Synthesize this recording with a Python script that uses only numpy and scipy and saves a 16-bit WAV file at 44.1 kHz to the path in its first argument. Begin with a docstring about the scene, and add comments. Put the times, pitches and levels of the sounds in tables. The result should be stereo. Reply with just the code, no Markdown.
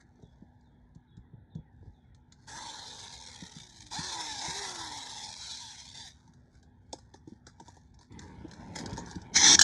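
"""First come boots and small knocks in a back yard, with far bird whistles over suburban rumble and a hum.
A man then blips an electric drill five times: a rotor gives tones locked to its turns and shaped noise.
He steps over a lawn mower, fits the socket on the engine nut and starts to crank: struck modes, then
grinding grit. Whistles are gliding sines; rumble is filtered noise. Two microphone ports near the ground
hear the same air with a strong phase difference."""
import sys
import numpy as np
from scipy import signal
from scipy.fft import rfft, irfft
from scipy.io import wavfile
from scipy.ndimage import uniform_filter1d, map_coordinates

SR = 44100
rng = np.random.default_rng(int(sys.argv[2]) if len(sys.argv) > 2 else 0)


def write(x):
    x = np.atleast_2d(x).T
    wavfile.write(sys.argv[1], SR, np.round(np.clip(x, -1, 1) * 32767).astype(np.int16))


N = 424683

# Trigger pulls: press_s, release_s, top_speed_hz, slowing_per_s, noise_db, extra_bass_db,
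# unbalance_tone_db, third_order_db, gear_mesh_db (references before the speed laws below)
TRIGGER_PULLS = [(2.465, 2.575, 333, 0.93, -41, 11, -54, -46, -70),
                 (3.915, 4.045, 375.5, 0.98, -34, 8, -43, -38.5, -60),
                 (4.42, 4.595, 410, 1.0, -34.5, 9.5, -39, -51, -37),
                 (5.389, 5.475, 420, 1.85, -40.5, 1, -58, -50, -74),
                 (5.94, 6.0, 312, 3.6, -45, 3, -75, -51, -57)]
# Brush and fan noise spectrum: frequency_hz, relative_level_db
WHIRR_SPECTRUM = [(150, -21.5), (300, -15), (470, -8), (650, -8.5), (880, -1), (1150, -10), (2000, -2.5),
                  (2700, -0.5), (3500, 2.5), (4700, -4), (6300, -5), (7500, -11.5), (10000, -19.5),
                  (12500, -24), (15500, -34)]
# Echo of the hand-held drill off the paving: start_s, delay_s, level_db
PAVING_ECHO = [(2.4, .0006, -14), (3.1, .0008, -17), (3.28, .00145, -11), (3.45, .0016, -11),
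               (3.7, .0013, -11), (4.3, .0011, -19), (4.9, .001, -16), (5.25, .00115, -9),
               (5.45, .0013, -11), (5.65, .00122, -10), (6.1, .00104, -7)]
# Drill under load on the engine: start_s, level_db
CRANK_LEVEL = [(9.325, -66), (9.345, -33.5), (9.365, -14), (9.39, -22.5), (9.45, -16.5), (9.555, -15.5),
               (9.565, -68), (9.63, -32)]
# Gears grinding under load: frequency_hz, relative_level_db
GRIND_SPECTRUM = [(100, -20), (300, 0.5), (600, -12), (900, -0.5), (1200, -8), (1700, 2.5), (2600, -3.5),
                  (3500, 2.5), (4500, -5), (6100, 3.5), (7500, -15), (10000, -24.5), (12500, -35),
                  (15500, -48.5)]
# Mower deck rocking and engine turning over: start_s, level_db
ROLL_LEVEL = [(8.085, -64), (8.12, -43), (8.4, -45.5), (8.74, -39.5), (8.9, -34), (9.06, -42.5),
              (9.311, -44), (9.494, -34.5), (9.625, -32)]
# Rumble of the mower deck: frequency_hz, relative_level_db
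DECK_SPECTRUM = [(30, -18), (70, 4), (110, 5), (240, 3.5), (400, -1), (600, -5), (900, -3.5), (1200, -15),
                 (3000, -19), (5000, -49.5)]
# Cord, clothes, soles and socket dragging: peak_s, level_db, length_s
SCRAPES = [(0.01, -51, 0.013), (0.203, -76.5, 0.9), (1.86, -77, 0.31), (2.434, -66.5, 0.22),
           (6.192, -67.5, 0.34), (6.55, -64, 0.071), (6.95, -67, 0.24), (7.159, -60, 0.029),
           (7.294, -62, 0.085), (7.489, -56.5, 0.039), (7.675, -57, 0.18), (8.025, -59.5, 0.048),
           (8.23, -54, 0.11), (8.607, -59, 0.41), (8.76, -33.5, 0.018), (8.795, -40, 0.039),
           (8.972, -45, 0.029), (9.082, -49.5, 0.13)]
# Fine grit of the scrapes: frequency_hz, relative_level_db
SCUFF_SPECTRUM = [(800, 3), (1700, 9), (2500, -6), (3600, -1.5), (6300, -2.5), (8500, -14), (12000, -20),
                  (15500, -48)]
# Small hard knocks: start_s, level_db, hollow_body_gain_db
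KNOCKS = [(0.2234, -60, -11), (0.61, -66, -10), (0.949, -56.5, -6), (1.169, -57.5, -8), (1.55, -55.5, -2),
          (2.1476, -53, -16), (2.3224, -43.5, 2), (3.411, -60, -10), (3.913, -49, -18), (6.2767, -56, 16),
          (6.336, -51.5, -6), (6.628, -50.5, 10), (6.9297, -29, 18.5), (6.9845, -45, 12), (7.14, -41, 19),
          (7.276, -53, 22), (7.468, -38.5, 17.5), (7.5994, -42, 18), (7.6812, -43, 19.5),
          (7.767, -53.5, 24.5), (7.9432, -55.5, 0), (7.9899, -53, 17.5), (8.0107, -50, 13.5),
          (8.122, -50, -8), (8.192, -39, -4), (8.483, -56, 15), (8.5127, -43.5, -3), (8.535, -45, -9),
          (8.76, -26, 9.5), (8.787, -28, 10), (8.86, -34, -4), (8.895, -44, 28), (8.908, -42, 0),
          (8.931, -36.5, 4), (8.9779, -35, 24.5), (8.989, -40, 25), (9.061, -43, -4), (9.1116, -35.5, 12),
          (9.155, -40.5, -9), (9.217, -46, -6), (9.592, -3.5, -24), (9.6127, -4.5, -16), (9.6148, -12, -12)]
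# First crack of a knock: frequency_hz, relative_level_db
CRACK_SPECTRUM = [(800, -6), (1700, 10.5), (2500, -2.5), (3600, 5), (5000, 3.5), (6500, 6), (9000, -11),
                  (12000, -21), (15500, -42)]
# Socket modes: frequency_hz, relative_level_db, t60_s
SOCKET_MODES = [(1810, -16, 0.07), (3350, 21, 0.0054)]
# Hollow engine cover modes: frequency_hz, relative_level_db, t60_s
COWL_MODES = [(300, -13, .04), (390, -12, .04), (520, -11, .035), (680, -10, .03), (800, -9, .03),
              (910, -8, .026)]
# Boots and dull bumps on the ground: start_s, level_db, pitch_hz
THUDS = [(0.191, -34.5, 395), (0.232, -37.5, 115), (0.228, -33, 450), (0.419, -30, 194), (0.954, -29, 148),
         (1.171, -33, 112), (1.333, -31.5, 132), (1.552, -21.5, 159), (1.583, -27, 137), (1.808, -38, 91.5),
         (1.826, -30, 355), (1.858, -34, 440), (1.867, -33.5, 94), (3.422, -23, 178), (3.561, -29, 152),
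         (3.984, -19.5, 166), (4.479, -28.5, 153), (7.274, -25, 301), (7.319, -29, 214),
         (7.608, -28.5, 308), (8.447, -20.5, 300), (8.786, -33, 122), (8.862, -24.5, 245),
         (8.922, -27, 117), (9.158, -18, 181)]
# Ground modes: multiple_of_pitch, relative_level_db, t60_cycles_of_pitch
GROUND_MODES = [(0.5, -8, 12), (1, 2.5, 9.2), (1.6, -1.5, 7.2), (2.69, -7, 4)]
# Two falling whistles of each phrase, points of each: time_in_phrase_s, pitch_hz, relative_level_db
BIRD_SLURS = [
    [(0, 4100, 2), (.02, 3650, 7), (.05, 3400, 8), (.17, 3340, -10)],
    [(.1, 2400, 0), (.13, 2130, 6), (.18, 1900, 8), (.24, 1700, 2)],
]
# Yard rumble: frequency_hz, relative_level_db
YARD_SPECTRUM = [(30, -13), (60, 4), (120, 2), (250, -9), (450, -14.5), (850, -14.5), (1150, -28.5),
                 (1700, -24.5), (2500, -38), (3600, -36.5), (5500, -78), (8000, -64), (12000, -55),
                 (15500, -57)]
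# Hum: frequency_hz, level_db (before its waver), start_s, end_s
HUMS = [(243.4, -63, 0, 13)]
# Port pair: frequency_hz, left_over_right_db, left_phase_lead_rad, likeness_0_to_1
PORTS = [(60, -5, -.1, .93), (200, -12, -.7, .82), (350, -7, -2.2, .9), (550, -1, -2.85, .94),
         (700, -2, -2.7, .92), (940, 3, -1.7, .88), (1080, 2, -3.1, .75), (1180, .5, -3.3, .88),
         (1700, -1, -4.7, .6), (1900, -2, -3.8, .3), (2150, 3, -2.8, .65), (2450, 2, -3.2, .9),
         (2750, .5, -3.25, .985), (3050, .5, -3.3, .96), (3250, 1, -3.9, .8), (3500, 1, -4.6, .65),
         (4000, .5, -5.8, .72), (4600, 2, -7, .4), (5300, 2.5, -6.6, .72), (6200, .8, -6.45, .95),
         (7400, .2, -6.5, .92), (9000, .5, -7.4, .7), (10500, 0, -8.2, .55), (12000, 0, -3 * np.pi, .97),
         (12600, 0, -3 * np.pi, 1)]

MESH_ORDER, MESH_FADE_DB_PER_S = 9, 110  # mesh tone in cycles per turn, fading from the press
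NOISE_RISE_S = .016
# level change per octave of speed: noise running down, its low part, unbalance tone, noise climbing
NOISE_DB, LOW_DB, UNBALANCE_DB, CLIMB_DB = 8, 4, 21.5, 2.5
# the third order is loudest at this pitch; loss one octave away, and largest loss
HOUSING_HZ, HOUSING_DB, HOUSING_MOST_DB = 850, 58, 15
WAVER_DB = 3.5  # random swell of the third order
# a hand brakes the spinning socket: noise gained, level of mesh tone added
GRIP_S, GRIP_WIDTH_S, GRIP_DB, GRIP_MESH_DB = 5.54, .03, 2, -37
STOP_S, STOP_DB_PER_S = 6.075, 236  # the hand closes on it
# while running down under this speed the gears run loose, by at most so many octaves
LOOSE_HZ, LOOSEST_OCTAVES = 260, .5
# per octave of looseness: random flutter, added level, depth of the chatter bursts
RATTLE_DB, RATTLE_LIFT_DB, CHATTER_DB = 2.5, 3, 7
CHATTER_PER_TURN = .43
SCRAPE_RISE, SCRAPE_FADE_DB = .48, 16.5  # rise time as a share of the length; loss over the length
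BIRD_S, PHRASE_S, PHRASES, BIRD_DB = .213, .429, 5, -82.5
YARD_DB = -55
EDGE_HZ = 15800  # upper band limit
HOP, SIZE = 128, 512  # short-time spectrum, in samples


def amp(db):
    """Decibel law: 20 dB is a factor of ten in amplitude."""
    return 10 ** (np.asarray(db) / 20)


def evened(x):
    """Normalisation to unit rms."""
    return x / np.sqrt(np.mean(x ** 2) + 1e-20)


def white(n=N):
    """White noise: every sample independent."""
    return rng.standard_normal(n)


def slow_noise(span, n=N):
    """Slow random motion: a moving average removes the rapid part of white noise; rms 1."""
    return evened(uniform_filter1d(white(n), span))


def read(points, hz, column=1):
    """Interpolation of a table column along a logarithmic frequency axis."""
    table = np.array(points)
    return np.interp(np.log(hz + 1), np.log(table[:, 0] + 1), table[:, column])


def play(rows, fade=.013):
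    """Interpolation in time: columns at every sample, and a gate open while the table lasts."""
    s, *columns = np.transpose(rows)
    t = np.arange(N) / SR
    gate = np.clip(np.minimum(t - s[0], s[-1] - t) / fade, 0, 1)
    return [np.interp(t, s, c) for c in columns], gate


def colour(x, spectrum):
    """Linear filtering: each frequency is weighted by the spectrum, then rms set to 1."""
    hz = np.fft.rfftfreq(N + 1, 1 / SR)
    weighted = rfft(x, N + 1) * amp(read(spectrum, hz))
    return evened(irfft(weighted, N + 1)[:N])


def patches(bins, frames):
    """Random field over frequency and time, correlated over so many bins and frames."""
    field = rng.standard_normal((N // HOP + 3, SIZE // 2 + 1)).T
    across_bands = uniform_filter1d(field, bins, 0)
    return evened(uniform_filter1d(across_bands, frames, 1))


def patchy(x, patchy_db):
    """Non-stationary noise: bands swell and sink apart from each other."""
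    z = signal.stft(x, nperseg=SIZE, noverlap=SIZE - HOP)[2]
    z = z * amp(patchy_db * patches(bins=6, frames=24)[:, :z.shape[1]])
    return evened(signal.istft(z, nperseg=SIZE, noverlap=SIZE - HOP)[1][:N])


def grit(per_s, spread_db, smooth):
    """Impulsive friction: random clicks of uneven size over a share of smooth noise."""
    size = amp(spread_db * np.minimum(rng.exponential(1, N), 3))
    struck = rng.random(N) < per_s / SR
    return evened(size * struck * white()) + smooth * white()


def add(mix, s, sound):
    """Superposition of a sound that starts at time s."""
    part = mix[round(s * SR):][:len(sound)]
    part += sound[:len(part)]


def ring(modes, t):
    """Modal decay: one blow excites every mode, slightly detuned and with its own strength."""
    draw = rng.standard_normal((len(modes), 3)) * [2.5, .03, 2]  # strength dB, detuning, phase rad
    return sum(amp(db + extra_db - 60 * t / t60) * np.sin(2 * np.pi * hz * (1 + detune) * t + phase)
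               for (hz, db, t60), (extra_db, detune, phase) in zip(modes, draw))


def armature(t):
    """Rotor dynamics: speed climbs as a root of time, then decays exponentially; also the latest pull."""
    speed, pull = np.full(N, 100.), np.zeros(N, int)
    for k, (press, release, top_hz, slowing, *_) in enumerate(TRIGGER_PULLS):
        start = speed[round(press * SR)]
        climb = start + (top_hz - start) * np.sqrt(np.interp(t, [press, release], [0, 1]))
        coasting = np.exp(-slowing * np.maximum(t - release, 0))
        speed = np.where(t < press, speed, climb * coasting)
        pull[t >= press] = k
    return speed, np.array(TRIGGER_PULLS)[pull].T


def drill():
    """Rotating source: tones at multiples of the turning rate, and noise throbbing once a turn."""
    t, rise = np.arange(N) / SR, round(NOISE_RISE_S * SR)
    speed, (press, release, top_hz, _, noise_db, low_db, one_db, three_db, mesh_db) = armature(t)
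    octaves, coasting = np.log2(speed / top_hz), t > release
    loose = np.clip(np.log2(LOOSE_HZ / speed), 0, LOOSEST_OCTAVES) * coasting
    grip = 1 / (1 + ((t - GRIP_S) / GRIP_WIDTH_S) ** 2)
    turns = np.cumsum(speed * (1 + .006 * slow_noise(500))) / SR
    waver = evened(uniform_filter1d(slow_noise(1500), 1500))

    # tones of the armature and the gears
    one_db = one_db + UNBALANCE_DB * octaves
    housing_loss_db = np.minimum(HOUSING_DB * np.log2(3 * speed / HOUSING_HZ) ** 2, HOUSING_MOST_DB)
    three_db = three_db + WAVER_DB * (waver - .5) - housing_loss_db
    mesh = amp(mesh_db - MESH_FADE_DB_PER_S * (t - press)) + amp(GRIP_MESH_DB) * grip
    orders = [(1, amp(one_db)), (2, amp(one_db - 9)), (3, amp(three_db)), (6, amp(three_db - 9)),
              (12, amp(three_db - 12)), (MESH_ORDER, mesh)]
    tones = sum(uniform_filter1d(gain, rise) * np.sin(2 * np.pi * k * turns) for k, gain in orders)

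    # brush and fan noise, split into a low part and the rest
    throb = 1 + .19 * np.cos(2 * np.pi * turns)
    noise = patchy(colour(grit(4000, spread_db=2, smooth=1.45) * throb, WHIRR_SPECTRUM), patchy_db=1.5)
    low = signal.sosfilt(signal.butter(2, 1500, fs=SR, output="sos"), noise)
    slope_db = np.where(coasting, NOISE_DB, CLIMB_DB)
    level_db = noise_db + slope_db * octaves + GRIP_DB * grip + RATTLE_LIFT_DB * loose
    level = uniform_filter1d(amp(level_db), rise)

    # loose gears make the noise flutter, more when slow, and slack teeth slap in bursts
    slap = np.cos(2 * np.pi * CHATTER_PER_TURN * turns + 1.13 * waver)
    flutter = amp((1.3 + RATTLE_DB * loose) * slow_noise(700) + CHATTER_DB * loose * slap)
    low_gain = amp(low_db + LOW_DB * octaves * coasting)
    whirr = level * (flutter * (noise - low) + np.sqrt(flutter) * low_gain * low)

    started = np.clip((t - TRIGGER_PULLS[0][0]) / NOISE_RISE_S, 0, 1) ** 2
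    stopped = amp(-STOP_DB_PER_S * np.maximum(t - STOP_S, 0))
    return started * stopped * (whirr + tones)


def bounced(x):
    """Comb interference: adds the echo off the paving, its delay following the height of the drill."""
    at, (s, delay, db) = np.arange(N), np.transpose(PAVING_ECHO)
    delay_now = np.interp(at / SR, s, delay)
    late = map_coordinates(x, [at - SR * delay_now], order=1)  # linear interpolation dulls the treble of the echo
    return x + amp(np.interp(at / SR, s, db)) * late


def cranking():
    """Friction under load: gears grind as dense grit while the deck rumbles as it rocks."""
    (grind_db,), loaded = play(CRANK_LEVEL)
    (roll_db,), rocking = play(ROLL_LEVEL)
    grind = patchy(colour(grit(5000, spread_db=2, smooth=1.5), GRIND_SPECTRUM), patchy_db=2)
    rumble = patchy(colour(grit(900, spread_db=2, smooth=1.1), DECK_SPECTRUM), patchy_db=1)
    return loaded * amp(grind_db) * grind + rocking * amp(roll_db) * rumble


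def scrapes():
    """Sliding friction: fine grit whose level rises and falls linearly in decibels."""
    scuff = patchy(colour(grit(1500, spread_db=3.5, smooth=.54), SCUFF_SPECTRUM), patchy_db=2)
    now = np.arange(N) / SR
    return scuff * sum(amp(db - SCRAPE_FADE_DB * np.maximum(now - s, (s - now) / SCRAPE_RISE) / length)
                       for s, db, length in SCRAPES)


def knocks():
    """Hard impact: a dry crack and short rattle, with ringing metal and a slower hollow body."""
    out, t = np.zeros(N), np.arange(8000) / SR
    rattle = patchy(colour(grit(2500, spread_db=2, smooth=1.2), CRACK_SPECTRUM), patchy_db=4)
    decay = np.exp(-t / .0052) + .15 * np.exp(-t / .024)
    for s, db, body_db in KNOCKS:
        crack = np.roll(rattle, -round(s * SR))[:len(t)] * decay
        metal = .1 * ring(SOCKET_MODES, t)
        body = amp(body_db) * ring(COWL_MODES, t) * (1 - np.exp(-t / .003)) ** 2
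        blow = metal + .53 * crack + body
        add(out, s, amp(db) * blow * (1 - np.exp(-t / .00029)))
    return out


def thuds():
    """Soft impact: a slow onset excites low, heavily damped ground modes with a puff of grit."""
    out, t = np.zeros(N), np.arange(8000) / SR
    puff = signal.sosfilt(signal.butter(4, [150, 600], "bandpass", fs=SR, output="sos"), white())
    for s, db, hz in THUDS:
        modes = [(k * hz, mode_db, cycles / hz) for k, mode_db, cycles in GROUND_MODES]
        crunch = .69 * np.roll(puff, -round(s * SR))[:len(t)] * np.exp(-t / .015)
        add(out, s, amp(db) * (ring(modes, t) + crunch) * (1 - np.exp(-t / .0065)))
    return out


def bird():
    """Frequency modulation: gliding sines made slightly hoarse by jitter, in evenly spaced phrases."""
    out = np.zeros(N)
    for s in BIRD_S + PHRASE_S * np.arange(PHRASES):
        for slur in BIRD_SLURS:
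            at, hz, db = np.transpose(slur)
            t = np.arange(at[0], at[-1], 1 / SR)
            hoarse = 1 + .012 * slow_noise(150, len(t))
            phase = 2 * np.pi * np.cumsum(np.interp(t, at, hz) * hoarse) / SR
            tone = np.sin(phase) * amp(np.interp(t, at, db) + BIRD_DB)
            add(out, s + at[0], tone * signal.windows.tukey(len(t), .08))
    return out


def walls(x, t60):
    """Reverberation: convolution with sparse, decaying echoes from house and paving."""
    t = np.arange(.004, .4, 20 / SR)
    taps = np.zeros(SR // 2)
    places = (t * SR).astype(int) + rng.integers(0, 20, len(t))
    taps[places] = rng.choice([-1., 1.], len(t)) * amp(-60 * t / t60)
    return signal.fftconvolve(x, taps / np.linalg.norm(taps))[:N]


def yard():
    """Ambient field: filtered noise for distant rumble, and a sine hum with a wavering level."""
    out = amp(YARD_DB) * patchy(colour(white(), YARD_SPECTRUM), patchy_db=1.0)
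    for hz, db, start, end in HUMS:
        level = amp(db + 2 * slow_noise(6000))
        gate = play([(start, 0), (end, 0)], fade=.11)[1]
        out += level * gate * np.sin(2 * np.pi * hz * np.arange(N) / SR)
    return out


def scene():
    """Superposition: direct sounds, their echoes and the yard; the same air reaches both ports."""
    near = bounced(drill()) + cranking() + scrapes() + knocks() + thuds()
    far = bird()
    far = far + amp(1) * walls(far, t60=.35)  # echoes 1 dB over the direct whistle
    air = near + amp(-17) * walls(near, t60=.22) + far + yard()
    return np.array([air, air])


def record(dry):
    """Partial coherence: the left port differs in level and phase by band, with a shifting scattered share."""
    hz, _, z = signal.stft(dry[0], SR, nperseg=SIZE, noverlap=SIZE - HOP)
    scatter = patches(bins=2, frames=50) + 1j * patches(bins=2, frames=50)
    scatter = scatter[:, :z.shape[1]] / np.sqrt(2)
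    same = np.clip(read(PORTS, hz, column=3), 0, 1)[:, None]
    phase = np.exp(1j * read(PORTS, hz, column=2))[:, None]
    port = same * phase + np.sqrt(1 - same ** 2) * scatter
    gain = amp(read(PORTS, hz))[:, None]
    left = signal.istft(z * gain * port, nperseg=SIZE, noverlap=SIZE - HOP)[1][:N]
    # bass roll-off, overload, band limit
    pair = signal.sosfilt(signal.butter(4, 36, "highpass", fs=SR, output="sos"), [left, dry[1]])
    pair = np.clip(pair, -.95, .95)
    lowpass = signal.firwin(511, EDGE_HZ, window=("kaiser", 9), fs=SR)
    return signal.oaconvolve(pair, lowpass[None], "same")


dry = scene()
out = record(dry)
write(out)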